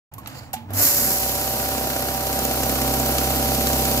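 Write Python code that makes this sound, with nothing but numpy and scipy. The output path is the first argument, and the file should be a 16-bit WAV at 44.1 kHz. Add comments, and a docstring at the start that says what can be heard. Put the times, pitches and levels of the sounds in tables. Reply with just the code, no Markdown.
"""First come a few dry taps: a hand seats a bundle in a vacuum banknote counter and presses start.
The machine stands on a desk, close to a narrow pair of microphones, in a faintly rumbling room.
The motor grunts, air hisses in until the suction takes hold, and the vane pump whines.
The spindles then flick 33 notes a second: each knocks the case and snaps, over rotor hum and
rustling paper. Now and then a note catches and cracks."""
import sys
import numpy as np
from scipy import signal
from scipy.fft import rfft, irfft, next_fast_len
from scipy.io import wavfile
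from scipy.ndimage import map_coordinates

SR = 44100
rng = np.random.default_rng(int(sys.argv[2]) if len(sys.argv) > 2 else 0)


def put_to_file(sound):
    """Save the sound as 16-bit audio at rate SR, in the file named by the first command-line argument."""
    columns = np.atleast_2d(sound).T  # one column per channel
    safe = np.clip(columns, -1, 1)
    whole_steps = np.round(safe * 32767)
    wavfile.write(sys.argv[1], SR, whole_steps.astype(np.int16))


N = 176400
NOTES_PER_S, FIRST_NOTE_S = 32.8, .9881


def amp(db):
    """Decibels to gain."""
    return 10 ** (np.asarray(db) / 20)


def clock():
    """The time of each sample."""
    return np.arange(N) / SR


def along(points, hz):
    """Read (Hz, value) points on a log frequency axis."""
    freqs, values = np.transpose(points)
    return np.interp(np.log(hz + 1), np.log(freqs + 1), values)


def level(rows):
    """(s, dB) points as a gain per sample."""
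    return amp(np.interp(clock(), *np.transpose(rows)))


def swell(at_s, width_s):
    """A bell curve in time."""
    return np.exp(-((clock() - at_s) / width_s) ** 2)


def rise(at_s, length_s):
    """A ramp from 0 to 1."""
    return np.clip((clock() - at_s) / length_s, 0, 1)


def fade(t, t60):
    """Decay by 60 dB in t60."""
    return np.exp(-np.log(1000) * t / t60)


def wobble(rate):
    """A smooth random curve, rate knots a second."""
    return map_coordinates(rng.standard_normal(8192), [clock() * rate], mode="mirror")


def filtered(x, response):
    """Shape x by a frequency response."""
    size = next_fast_len(N + 8192)
    return irfft(rfft(x, size) * response(np.fft.rfftfreq(size, 1 / SR)), size)[..., :N]


def strike(times, db, ring):
    """The ring set off at each time with its strength."""
    blows = np.bincount(np.round(np.asarray(times) * SR).astype(int), amp(db), N)[:N]
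    return signal.fftconvolve(blows, ring)[:N]


def partials(table, phase, waver_db, blur_rad):
    """Harmonics of a cycle, each a little unsteady in level and phase."""
    tone = 0
    for multiple, db in table:
        gain = np.sqrt(2) * amp(db + waver_db * wobble(12))
        tone += gain * np.sin(multiple * phase + blur_rad * wobble(15) + rng.uniform(0, 2 * np.pi))
    return tone


# Likeness of noise at the two microphones (frequency [Hz], correlation [0-1])
MIC_LIKENESS = [(60, 0.89), (130, 0.86), (480, 0.71), (780, 0.73), (1050, 0.15), (1450, 1), (2800, 0.3),
                (3600, 0.91), (4300, 0.23), (15000, 0.047)]

def noise(spectrum):
    """Coloured stereo noise of rms 1."""
    def mid_and_side(hz):
        angle = np.arccos(np.clip(along(MIC_LIKENESS, hz), 0, 1)) / 2
        return amp(along(spectrum, hz)) * [np.cos(angle), np.sin(angle)]
    mid, side = filtered(rng.standard_normal((2, N)), mid_and_side)
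    pair = np.array([mid + side, mid - side])
    return pair / np.sqrt(np.mean(pair ** 2) + 1e-20)


# The room around the desk (frequency [Hz], level [dB])
ROOM_SPECTRUM = [(25, -4), (55, -5), (112, 6.5), (175, -5.5), (270, -5.5), (390, -19), (650, -14),
                 (850, -7.5), (1300, -20), (2500, -26.5), (3800, -34), (15000, -45)]

def room():
    """A faint, steady rumble behind the machine."""
    return amp(-42) * noise(ROOM_SPECTRUM)


# Fingers on the bundle, sliding and scraping (frequency [Hz], level [dB])
SLIDE_SPECTRUM = [(180, -8), (300, 4), (340, -15), (430, -18), (480, -4), (652, -9), (1200, -8.5),
                  (3500, -18), (15500, -32)]
SCRAPE_SPECTRUM = [(500, -8), (1200, -7), (3400, -13), (4600, 10.5), (6000, -11), (7200, 7), (9200, -28),
                   (11000, -1), (15500, -6)]
# Each small scrape (time [s], half-width [s], level [dB])
FINGER_SCRAPES = [(.305, 0.026, -51), (.366, 0.026, -44), (.39, 0.0076, -41.5), (.43, 0.05, -51.5)]

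def fingers():
    """Fingers slide off the paper with small, grainy scrapes."""
    slide = amp(-41.5 + 1.7 * wobble(202.6)) * swell(0.35, 0.13) * noise(SLIDE_SPECTRUM)
    strokes = sum(amp(db) * swell(at_s, width_s) for at_s, width_s, db in FINGER_SCRAPES)
    return slide + strokes * amp(-wobble(430)) * noise(SCRAPE_SPECTRUM)


# Taps on the bundle and clunks of the starting mechanism, close by (time [s], click level [dB],
# click t60 [s], click cutoff [Hz], ring frequency [Hz], ring level [dB], ring t60 [s])
TAPS_AND_CLUNKS = [(.137, -27.5, 0.03, 16000, 300, -55, 0.046),
                   (0.181, -33.5, 0.072, 16000, 1088, -30, 0.08),
                   (.2595, -6.5, 0.006, 5460, 1250, -18, 0.011), (.273, -19, 0.019, 16000, 840, -32, 0.03),
                   (0.5312, -18, 0.038, 16000, 934, -30, 0.048), (.537, -18, 0.04, 8900, 763, -16, 0.058),
                   (.541, -30, 0.084, 8000, 861, -32, 0.32), (.56, -30.5, 0.32, 4000, 231, -35, 0.61),
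                   (.704, -36, 0.068, 14200, 650, -28, 0.044), (.734, -21.5, 0.037, 16000, 270, -30, 0.18),
                   (.793, -36, 0.052, 8100, 715, -21.5, 0.075)]
# Their click (frequency [Hz], level [dB])
CLICK_SPECTRUM = [(200, -3.5), (900, -7), (2000, -4.5), (3500, -3.5), (5000, -7.5), (7500, -1),
                  (9000, -9.5), (12000, 8.5), (16000, 1.5)]

def taps(tail_db=-24, tail_t60=0.25):
    """Each blow is a dry click with a faint room tail, and one ringing tone."""
    t = np.arange(SR // 2) / SR
    click_noise = noise(CLICK_SPECTRUM)
    sound = 0
    for at_s, db, t60, top_hz, ring_hz, ring_db, ring_t60 in TAPS_AND_CLUNKS:
        envelope = (fade(t, t60) + amp(tail_db) * fade(t, tail_t60)) * (1 - np.exp(-t / 0.0012))
        click = strike([at_s], [db], envelope) * click_noise
        sound += filtered(click, lambda hz: 1 / np.sqrt(1 + (hz / top_hz) ** 10))
        ring = fade(t, ring_t60) * (1 - np.exp(-t / .002)) * np.sin(2 * np.pi * ring_hz * t)
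        sound += strike([at_s], [ring_db], ring)
    return sound


# The motor's starting surge (harmonic [x mains buzz], level [dB])
SURGE_HARMONICS = [(1, -1.5), (2, -23), (3, -5.5)]

def motor(buzz_hz=98.7):
    """The motor grunts as it starts, and the mains buzz while it runs."""
    mains = 2 * np.pi * buzz_hz * clock()
    surge = amp(-32) * swell(0.76, 0.074)
    grunt = surge * partials(SURGE_HARMONICS, mains, waver_db=-4.5, blur_rad=0.35)
    buzz = amp(-51) * rise(0.6, .03) * np.sqrt(2) * np.sin(mains)
    return grunt + buzz


# Hum of the rotor (harmonic [x note rate], level [dB])
ROTOR_HARMONICS = [(2, -0.5), (3, -17), (4, -4), (6, -16.5), (10, -10), (11, -19), (13, -13), (14, -14.5),
                   (15, -17), (18, -13), (24, -14)]
# Strength of that hum and of the chassis thump (time [s], level [dB])
ROTOR_LEVEL = [(.85, -55), (1, -37.5), (1.3, -37.5), (2.2, -36.5), (2.9, -30), (4, -29)]

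def rotor():
    """The turning rotor hums at multiples of the note rate."""
    phase = 2 * np.pi * NOTES_PER_S * clock()
    return level(ROTOR_LEVEL) * partials(ROTOR_HARMONICS, phase, waver_db=0.5, blur_rad=0.26)


# Whine of the pump (harmonic [x shaft rate], level [dB], onset [s], rise time [s])
PUMP_HARMONICS = [(4, -19.5, 1.1, .1), (8, -12.5, 0.83, 0.21), (12, -6, 0.765, 0.061), (13, -16, 1.16, .1),
                  (14, -17, 0.96, .1), (16, -3.5, 0.79, 0.35), (20, -13, 0.83, 0.083), (24, -20, 0.98, .1)]

def vane_pump(shaft_hz=48.32, sag=0.011, growth_db_per_s=1.4):
    """The whine builds harmonic by harmonic; the shaft slows briefly as it takes up the load."""
    t = clock()
    speed_hz = shaft_hz * (1 - sag * swell(.95, 0.38))
    shaft = 2 * np.pi * np.cumsum(speed_hz) / SR
    whine = sum(partials([(multiple, db)], shaft, waver_db=0.14, blur_rad=0.087) * rise(at_s, rise_s)
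                for multiple, db, at_s, rise_s in PUMP_HARMONICS)
    return amp(-30.5 + growth_db_per_s * (t - t.mean())) * whine


# Air drawn past the notes (time [s], level [dB])
INTAKE_LEVEL = [(.7, -80), (.745, -28.5), (.79, -16), (.85, -11.5), (.91, -15.5), (1.1, -18.5),
                (1.3, -25.5), (1.6, -34), (2, -63)]
# Its hiss at close range (frequency [Hz], level [dB])
INTAKE_SPECTRUM = [(300, -7.5), (800, -16.5), (1800, -7.5), (3300, -13), (5300, -3), (6200, -4), (7300, 0),
                   (9000, -9), (10500, -3), (11800, 4), (12800, 3), (14200, -1), (16000, -0.5)]

def intake(flutter_db=1.3):
    """Air hisses in until the notes seal the spindles."""
    return level(INTAKE_LEVEL) * amp(flutter_db * wobble(300)) * noise(INTAKE_SPECTRUM)


def note_times(jitter_s=0.00015):
    """One note is flicked over at each step of the rotor."""
    times = np.arange(FIRST_NOTE_S, N / SR, 1 / NOTES_PER_S)
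    return times + jitter_s * rng.standard_normal(len(times))


# Paper passing close to the microphones (time [s], level [dB])
PAPER_LEVEL = [(.7, -81), (.9, -38), (1.3, -28), (1.7, -28.5), (2.2, -29.7), (2.5, -27.5), (2.9, -27),
               (3.5, -26), (4, -25)]
# Its rustle, high fizz and snap (frequency [Hz], level [dB])
RUSTLE_SPECTRUM = [(500, -11), (1500, -10), (2600, -3.5), (3600, -3), (4400, -.5), (7300, -2), (8800, -4.5),
                   (10500, -6), (14000, -4.5), (16000, -4)]
FIZZ_SPECTRUM = [(7000, -26), (10300, -6), (11700, 3.5), (12700, 1), (14000, -0.5), (16000, -1.5)]
SNAP_SPECTRUM = [(400, -11), (1300, -1.5), (3000, 0.5), (5000, 0), (7200, 2.5), (9000, -4), (12000, 0.5),
                 (16000, -1)]

def paper(grain_db=1.14, alternate_db=3.5, scatter_db=2.2, lull_depth=0.42, lull_delay_s=0.0084):
    """Grainy rustle whose fizz lulls after each flick; every second note snaps harder."""
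    times = note_times() - .0009  # the snap just leads the knock
    snap_db = 1.5 + alternate_db * (-1) ** np.arange(len(times))
    snap_db += scatter_db * rng.standard_normal(len(times))
    snaps = strike(times, snap_db, fade(np.arange(SR // 8) / SR, t60=0.059)) * noise(SNAP_SPECTRUM)
    cycle = (1 + np.cos(2 * np.pi * NOTES_PER_S * (clock() - FIRST_NOTE_S - lull_delay_s))) / 2
    fizz = amp(2.5 + 0.64 * wobble(24.9)) * (1 - lull_depth * cycle ** 4) * noise(FIZZ_SPECTRUM)
    rustle = amp(grain_db * wobble(1500)) * (noise(RUSTLE_SPECTRUM) + fizz)
    return level(PAPER_LEVEL) * (rustle + snaps)


# Notes that catch (time [s], level [dB])
CAUGHT_NOTES = [(1.688, -14), (2.329, -15), (2.391, -16.5), (2.451, -10.5), (2.634, -17), (2.999, -13),
                (3.061, -15.5), (3.241, -18), (3.609, -17), (3.732, -13), (3.851, -24)]
# Their crack at close range (frequency [Hz], level [dB])
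CRACK_SPECTRUM = [(1000, -10), (4000, -25), (7300, 16.0), (9500, -9), (15000, 12.5)]

def cracks():
    """Now and then a note catches on a spindle and lets go with a crack."""
    times, db = np.transpose(CAUGHT_NOTES)
    return strike(times, db, fade(np.arange(SR // 20) / SR, t60=0.019)) * noise(CRACK_SPECTRUM)


# The running mechanism, heard from beside the case (time [s], level [dB])
MECHANISM_LEVEL = [(.72, -34.5), (.8, -25), (.87, -30.5), (1.2, -33), (1.7, -29.5), (2.3, -29),
                   (2.95, -26.5), (3.5, -28), (4, -28)]
# Ring of the case under each note (frequency [Hz], level [dB], t60 [s])
CASE_MODES = [(485, -3, 0.018), (599, 2.5, 0.02), (699, 0.5, 0.014), (826, -8, 0.0038), (1340, -8, 0.02)]
# Loose parts shaking (frequency [Hz], level [dB])
RATTLE_SPECTRUM = [(30, -31), (130, -21), (260, 3), (380, -5), (650, -2), (820, -4), (1050, -8.5),
                   (1400, -7.5), (1900, -12.5), (3500, -21), (8000, -33)]

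def knocks(knock_db=8, scatter_db=2, attack_s=0.0011, touch_lead_s=0.00422, touch_db=-8):
    """A spindle touches each note, then flicks it: the case knocks, the chassis thumps, parts shake."""
    t = np.arange(SR // 8) / SR
    times = note_times()

    def mode(hz, t60):
        return fade(t, t60) * (1 - np.exp(-t / attack_s)) * np.cos(2 * np.pi * hz * t)

    def blows(delay_s, db, ring):
        return strike(times + delay_s, db + scatter_db * rng.standard_normal(len(times)), ring)

    def contacts(db, ring):
        return blows(0, db, ring) + blows(-touch_lead_s, db + touch_db, ring)

    case = sum(contacts(knock_db + db, mode(hz, t60)) for hz, db, t60 in CASE_MODES)
    thump = blows(delay_s=0.0027, db=11, ring=mode(hz=246.2, t60=0.077))
    shake = amp(-3.5) * rise(0.681, 0.026) + contacts(db=-4.5, ring=fade(t, t60=0.025))
    rattle = shake * noise(RATTLE_SPECTRUM)
    return level(MECHANISM_LEVEL) * (case + rattle) + level(ROTOR_LEVEL) * thump


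# Balance between the microphones (frequency [Hz], left minus right [dB])
MIC_BALANCE = [(60, -1), (200, -4), (400, 2), (700, -5), (1300, -1), (4400, -1), (15000, -2)]

def scene(left_lead_s=.000155):
    """Machine, hand and room at two closely spaced microphones by the desk."""
    machine = motor() + rotor() + vane_pump() + knocks() + paper() + intake() + cracks()
    hand = (taps() + fingers()) * amp([[-1], [1]])  # a little to the right
    sides = np.array([[.5], [-.5]])

    def microphones(hz):
        return amp(sides * along(MIC_BALANCE, hz)) * np.exp(2j * np.pi * hz * left_lead_s * sides)

    return filtered(machine + hand + room(), microphones)


def record(dry, open_s=.114, top_hz=15600):
    """The recorder opens, turns down deep rumble and keeps nothing above its band limit."""
    low_cut = [(20, -16), (50, -0.5)]  # (frequency [Hz], level [dB])
    return rise(open_s, .008) * filtered(dry, lambda hz: (hz < top_hz) * amp(along(low_cut, hz)))


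dry = scene()
out = record(dry)
put_to_file(out)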